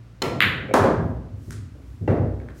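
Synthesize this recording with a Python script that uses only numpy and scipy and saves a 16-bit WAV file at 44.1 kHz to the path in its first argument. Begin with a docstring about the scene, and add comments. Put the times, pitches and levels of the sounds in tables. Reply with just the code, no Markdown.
"""A cue thuds into the white ball, which clacks into a second ball in a tiled, echoing room.
That ball grazes the jaw, slams into a corner pocket, drops, rumbles down the wooden return channel
and knocks against its end, booming the cabinet; balls nudge each other in the tray.
Contacts are clicks with a short rattle, shaft and wood ring in damped modes, and rolling is shaped
noise. Under it all lie the room's air and a low, fading drone."""
import sys
import numpy as np
from scipy import signal
from scipy.fft import rfft, irfft, next_fast_len
from scipy.io import wavfile
from scipy.ndimage import uniform_filter1d, map_coordinates

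SR = 44100
rng = np.random.default_rng(int(sys.argv[2]) if len(sys.argv) > 2 else 0)


def waveform_to_disk(signal):
    """Save audio, clipped to [-1, 1], as 16-bit WAV at the path in sys.argv[1]."""
    frames = np.transpose(np.atleast_2d(signal))
    scaled = np.clip(frames, -1, 1) * 32767
    samples = np.round(scaled).astype(np.int16)
    wavfile.write(sys.argv[1], SR, samples)


N = 114660
T = np.arange(N) / SR
SIZE = next_fast_len(2 * N)
HZ = np.fft.rfftfreq(SIZE, 1 / SR)
WALL_SCATTER = 0.11  # share by which echo delays vary from spot to spot on the table


def amp(db):
    """Decibels to gain."""
    return 10 ** (np.asarray(db) / 20)


def along(points, hz):
    """Read a curve of (Hz, value) points on a log frequency axis."""
    freqs, values = np.transpose(points)
    return np.interp(np.log(hz + 1), np.log(freqs + 1), values)


def fade(t, t60):
    """Exponential decay, 60 dB down after t60 seconds."""
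    return np.exp(-np.log(1000) * t / np.maximum(t60, 1e-4))


def unit(x):
    """Scale to an energy of one."""
    return x / (np.linalg.norm(x) + 1e-12)


def add(out, start_s, x):
    """Mix x into out from start_s on."""
    i = int(round(start_s * SR))
    out[i:] += x[:N - i]


def pulse(spectrum_db):
    """The tightest click with this spectrum (minimum phase)."""
    cepstrum = irfft(np.log(amp(spectrum_db)), SIZE)
    cepstrum[1:SIZE // 2] *= 2
    cepstrum[SIZE // 2 + 1:] = 0
    return unit(irfft(np.exp(rfft(cepstrum)), SIZE)[:SR // 5])


def noise(colour):
    """Coloured noise with an rms of one."""
    x = irfft(rfft(rng.standard_normal(SIZE)) * amp(along(colour, HZ)), SIZE)[:N]
    return x / x.std()


def swell(levels, colour):
    """Coloured noise riding a fader curve of (seconds, dB) points."""
    return amp(np.interp(T, *np.transpose(levels))) * noise(colour)


def even(burst):
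    """Level out the broad chance bumps in a noise burst's spectrum."""
    spectrum = rfft(burst, SIZE)
    power = np.abs(uniform_filter1d(np.abs(spectrum) ** 2, size=1700))
    return unit(irfft(spectrum / np.sqrt(power + 1e-12), SIZE)[:len(burst)])


def wobble(rate):
    """A smooth random curve with rate knots a second."""
    return map_coordinates(rng.standard_normal(SR // 100), [T * rate], mode="wrap")


def ring(modes, attack_s):
    """Damped modes with a soft start."""
    tones = sum(amp(db) * np.sin(2 * np.pi * hz * T) * fade(T, t60) for hz, db, t60 in modes)
    return tones * (1 - np.exp(-T / attack_s))


def walls(walls_db, scatter):
    """The direct sound and its first echoes off walls and ceiling."""
    # Each row: delay in seconds, relative level in dB.
    echoes = [(.0015, -9.5), (0.0118, -4), (0.0176, -1.5), (.020, 0), (0.032, -11)]
    response = np.zeros(N)
    response[0] = 1
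    for delay_s, db in echoes:
        delay_s *= np.exp(scatter * rng.standard_normal())
        response[int(round(delay_s * SR))] += amp(db + walls_db)
    return response


def tail(build_s, predelay_s=0.005):
    """The room's diffuse reverb builds up, and its treble dies first."""
    # Reverb time. Each row: frequency in Hz, t60 in seconds.
    decay = [(80, 0.91), (600, 0.77), (2000, 0.6), (6000, 0.51), (15000, 0.29)]
    # The walls soak up treble. Each row: frequency in Hz, gain in dB.
    colour = [(2500, 0), (15000, -3)]
    hz, t, bands = signal.stft(rng.standard_normal(N), SR, nperseg=256)
    wash = signal.istft(bands * fade(t, along(decay, hz)[:, None]), SR, nperseg=256)[1][:N]
    build = 1 - np.exp(-np.maximum(T - predelay_s, 0) / build_s)
    return irfft(rfft(even(wash * build), SIZE) * amp(along(colour, HZ)), SIZE)[:N]


def room(walls_db, wet_db):
    """Direct sound, echoes and reverb tail."""
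    return walls(walls_db, WALL_SCATTER) + amp(wet_db) * tail(build_s=0.021)


def blows(hits, colour, rattle_db, rattle_t60, walls_db, wet_db, build_s, scatter=WALL_SCATTER):
    """Each contact is a click and a short rattle, answered by the room."""
    out = np.zeros(N)
    for start_s, db, *tilt in hits:
        force = amp(rattle_db) * even(rng.standard_normal(SR // 5) * fade(T[:SR // 5], rattle_t60))
        force[0] += 1  # the impact itself
        click = pulse(along(colour, HZ) + sum(tilt) * np.log2(np.maximum(HZ, 100)))
        early = signal.fftconvolve(unit(force), walls(walls_db, scatter))[:N]
        heard = early + amp(wet_db) * tail(build_s)
        gain = amp(db) * np.sqrt(SR / 100)  # db is the dry energy as an rms over 10 ms
        add(out, start_s, gain * signal.fftconvolve(heard, click))
    return out


def knocked(hits, modes, attack_s, wet_db):
    """Every contact rings the same modes, each from another spot in the room."""
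    out = np.zeros(N)
    for start_s, db in hits:
        heard = signal.fftconvolve(ring(modes, attack_s), room(walls_db=-29, wet_db=wet_db))
        add(out, start_s, amp(db) * heard)
    return out


def room_tone(air_db=-52.5):
    """Steady, bass-heavy air and a low drone that fades from the start."""
    # Each row: frequency in Hz, relative level in dB.
    air_colour = [(25, -15), (60, 0), (120, -5), (260, -36), (600, -29.5), (1200, -23.5), (5200, -37.5),
                  (15500, -56.5)]
    # Each row: pitch in Hz, level in dB, t60 in seconds.
    drone = [(55.9, -47, 15), (114.2, -39.5, 1.3)]
    return amp(air_db) * noise(air_colour) + ring(drone, attack_s=0.00086)


def cue(scrape_db=-20, scrape_s=0.004):
    """The tip thuds on the white, its chalk scrapes for a few milliseconds and the shaft rings."""
    # Each row: start in seconds, level in dB.
    hits = [(0.219, -28.5)]
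    # The thud's tone. Each row: frequency in Hz, relative level in dB.
    colour = [(60, -46), (130, -4), (320, 7.5), (520, 4.5), (800, -2.5), (1200, -4), (1550, -16.5),
              (1950, -7), (3700, -19), (9000, -30.5), (15500, -33)]
    # Each row: pitch in Hz, level in dB, t60 in seconds.
    shaft_modes = [(526, -34, 0.09), (880, -23, 0.06), (1357, -35, 0.9), (3020, -16.5, .028),
                   (3122, -43, .35), (4200, -11, 0.025), (4156, -43, .36), (5292, -44, .4),
                   (7400, -27, 0.029)]
    chalk = noise([(300, -12), (900, 5.5), (3000, 2.5), (7500, -2.5), (9000, -13.5), (15000, -16)])
    scrape = amp(scrape_db) * chalk * np.exp(-2 * (T / scrape_s - 1) ** 2)
    stick = np.zeros(N)
    add(stick, hits[0][0], ring(shaft_modes, attack_s=0.0035) + scrape)
    thud = blows(hits, colour, rattle_db=16, rattle_t60=0.026, walls_db=-16, wet_db=13, build_s=0.0077)
    return thud + signal.fftconvolve(stick, room(walls_db=-23, wet_db=-11.5))[:N]


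def cloth_roll():
    """Balls rumble over the cloth-covered slate."""
    # Each row: time in seconds, level in dB.
    levels = [(0.22, -53.5), (0.25, -31.5), (0.45, -31), (0.72, -33.5), (1.0, -32), (1.6, -61), (2.6, -53)]
    # Each row: frequency in Hz, relative level in dB.
    colour = [(35, -41), (60, -4.5), (140, 4.5), (600, -12), (1200, -32), (4000, -77)]
    return swell(levels, colour)


def cabinet_boom():
    """The ball's weight lands on the cabinet and the wooden body booms."""
    # Each row: start in seconds, level in dB.
    thumps = [(0.24, -38), (0.449, -24.5), (0.804, -14), (0.974, -16), (1.055, -23), (2.012, -20.5),
              (2.088, -11.5), (2.196, -11)]
    # Each row: pitch in Hz, relative level in dB, t60 in seconds.
    modes = [(61.8, -15.5, 1), (97.4, -10, 0.65), (104.5, 7.5, 0.14), (122.7, -0.5, 0.21),
             (163.6, -8.5, 0.4), (237, -12, 0.47)]
    return knocked(thumps, modes, attack_s=0.016, wet_db=-9.5)


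def clack(centre_hz=2150, width_hz=1600, stages=2):
    """Ball on ball: a hard wavelet of about three cycles, thrown back by the walls."""
    # Each row: start in seconds, level in dB.
    hits = [(0.4051, -15)]
    # Each row: frequency in Hz, relative level in dB.
    colour = [(300, -46), (700, -21), (1100, -5.5), (1600, 1.5), (2050, 3), (3800, -7.5), (4600, -19.5),
              (5700, -36), (7200, -30.5), (8500, -39), (9700, -29), (11500, -39), (13200, -23.5),
              (15500, -42.5)]
    click = blows(hits, colour, rattle_db=-14, rattle_t60=0.021,
                  walls_db=-5, wet_db=5.5, build_s=0.0039, scatter=0)
    feedback = signal.iirpeak(centre_hz, centre_hz / width_hz, SR)[1]
    allpass = np.r_[feedback[::-1], feedback]  # smears the click in time around centre_hz
    return signal.sosfilt([allpass] * stages, click)


def jaw_graze():
    """The ball brushes the pocket's damped rubber jaw."""
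    # Each row: start in seconds, level in dB.
    grazes = [(0.692, -30.5), (0.711, -22.5)]
    # Each row: pitch in Hz, relative level in dB, t60 in seconds.
    modes = [(410, 4, 0.054), (526, 7.5, 0.057), (620, -4, .05), (2300, -7, .03)]
    return knocked(grazes, modes, attack_s=0.0017, wet_db=4)


def pocket_slam(crack_db=-20, crack_t60=0.014):
    """The ball cracks against the liner's hard face and tumbles down the pocket."""
    # Each row: start in seconds, level in dB, treble tilt in dB per octave.
    hits = [(0.7387, -11, -0.5), (0.763, -23.5, -1.5), (0.803, -23.5, -6.5), (0.839, -15, -3),
            (0.995, -25, -13.5)]
    # Tone of the tumble and of the crack. Each row: frequency in Hz, relative level in dB.
    colour = [(60, -29), (240, -4), (620, -4.5), (1050, -5.5), (1650, -13.5), (2700, -27), (4000, -29.5),
              (7000, -34), (15500, -46)]
    crack_colour = [(1500, -2.5), (7000, -2), (15000, -12)]
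    out = blows(hits, colour, rattle_db=26, rattle_t60=0.1, walls_db=-11, wet_db=3.5, build_s=0.012)
    crack = amp(crack_db) * noise(crack_colour) * fade(T, crack_t60)
    add(out, hits[0][0], signal.fftconvolve(crack, room(walls_db=-19, wet_db=-2.5)))
    return out


def corner_ring():
    """The hard contacts ring the wooden corner around the pocket."""
    # Each row: start in seconds, gain in dB.
    hits = [(0.7388, 0), (0.763, -2), (0.839, 3)]
    # Each row: pitch in Hz, relative level in dB, t60 in seconds.
    modes = [(242.8, -20, 0.28), (397.5, -20.5, 0.23), (539.3, -17, 0.19), (622, -15, 0.14),
             (1627, -14.5, 0.026)]
    return knocked(hits, modes, attack_s=0.002, wet_db=-5)


def channel_roll():
    """The ball rumbles down the wooden return channel."""
    # Each row: time in seconds, level in dB.
    levels = [(0.85, -70), (1.05, -26), (1.22, -40.5), (1.6, -39), (1.8, -44.5), (2.0, -40.5), (2.3, -37),
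              (2.6, -47)]
    # Each row: frequency in Hz, relative level in dB.
    colour = [(38, -31.5), (60, 5.5), (92, 2), (125, 2), (185, -18), (260, -5), (450, -35.5), (3000, -64)]
    return swell(levels, colour)


def channel_hum(pitch_hz=100.3, drift_share=0.076, waver_db=-1.5):
    """The rolling ball keeps the channel humming at an unsteady pitch."""
    # Each row: time in seconds, level in dB.
    levels = [(1.2, -58), (1.33, -35), (1.449, -44), (1.62, -34), (1.74, -54)]
    hz = pitch_hz * (1 + drift_share * wobble(21.92))
    tone = np.sqrt(2) * np.sin(2 * np.pi * np.cumsum(hz) / SR)
    times, db = np.transpose(levels)
    fader_db = np.interp(T, np.r_[times[0] - 0.1, times, times[-1] + 0.1], np.r_[-120, db, -120])
    return amp(fader_db + waver_db * wobble(28)) * tone


def rustle():
    """Sleeve and cloth rustle faintly."""
    # Each row: time in seconds, level in dB.
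    levels = [(1.33, -77), (1.45, -63), (1.5, -61.5), (1.58, -79), (1.9, -68.5), (2.3, -75), (2.54, -72.5),
              (2.58, -58)]
    # Each row: frequency in Hz, relative level in dB.
    colour = [(1500, -17), (5800, 3), (15000, -5)]
    return swell(levels, colour)


def channel_knocks():
    """The ball knocks and rattles in the return channel."""
    # Each row: start in seconds, level in dB, treble tilt in dB per octave.
    hits = [(1.48, -34.5, -14), (1.75, -47.5, -3), (2.012, -32.5, -12), (2.077, -19.5, 2),
            (2.097, -20.5, -2.5), (2.205, -27, -3)]
    # Each row: frequency in Hz, relative level in dB.
    colour = [(60, -25.5), (190, -3.5), (330, 2.5), (620, -3), (1000, -17.5), (2000, -27), (2800, -42),
              (12000, -70.5)]
    return blows(hits, colour, rattle_db=24, rattle_t60=0.11, walls_db=-9.5, wet_db=4.5, build_s=0.016)


def tick():
    """One light, bright tick from a hard, very short contact."""
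    # Each row: start in seconds, level in dB.
    hits = [(1.5075, -42.5)]
    # Each row: frequency in Hz, relative level in dB.
    colour = [(530, -36), (1400, -2), (2790, -15), (5120, -11), (9000, -11), (15500, -29.5)]
    return blows(hits, colour, rattle_db=2.5, rattle_t60=0.012, walls_db=-9.5, wet_db=3, build_s=0.00338)


def end_stop(start_s=2.0765):
    """A hard stop rings the channel's end briefly."""
    # Each row: pitch in Hz, level in dB, t60 in seconds.
    modes = [(328, -22, .2), (525, -25, .16), (590, -25, .14), (790, -26, .08), (1970, -27, .035),
             (2720, -34, .05)]
    return knocked([(start_s, 0)], modes, attack_s=0.0017, wet_db=-9.5)


def tray_nudges(ring_db=7.5, ring_t60=0.029):
    """Balls nudge each other in the tray: soft clicks, each with a short, pitched ring."""
    # Each row: start in seconds, level in dB, pitch in Hz.
    nudges = [(2.401, -53, 2220), (2.487, -48.5, 1770)]
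    # Each row: frequency in Hz, relative level in dB.
    colour = [(500, -15), (1650, -1.5), (2800, -21), (12000, -43)]
    hits = [row[:2] for row in nudges]
    out = blows(hits, colour, rattle_db=3, rattle_t60=0.0099, walls_db=-5, wet_db=2, build_s=0.0034)
    for start_s, db, hz in nudges:
        out += knocked([(start_s, db)], [(hz, ring_db, ring_t60)], attack_s=0.0005, wet_db=-8)
    return out


def scene():
    """The whole shot over the room tone, in mono."""
    bed = room_tone()
    strikes = cue() + clack() + tray_nudges() + tick()
    pocket = pocket_slam() + jaw_graze() + corner_ring()
    woodwork = cabinet_boom() + end_stop() + channel_knocks()
    movement = cloth_roll() + channel_roll() + rustle() + channel_hum()
    return (bed + strikes + pocket + woodwork + movement)[None]


def record(dry, low_hz=50, top_hz=15850):
    """The microphone drops the deep bass and everything above its band limit."""
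    passband = (HZ < top_hz) / np.sqrt(1 + (low_hz / (HZ + 1)) ** 20)
    return irfft(rfft(dry, SIZE) * passband, SIZE)[:, :N]


dry = scene()
out = record(dry)
waveform_to_disk(out)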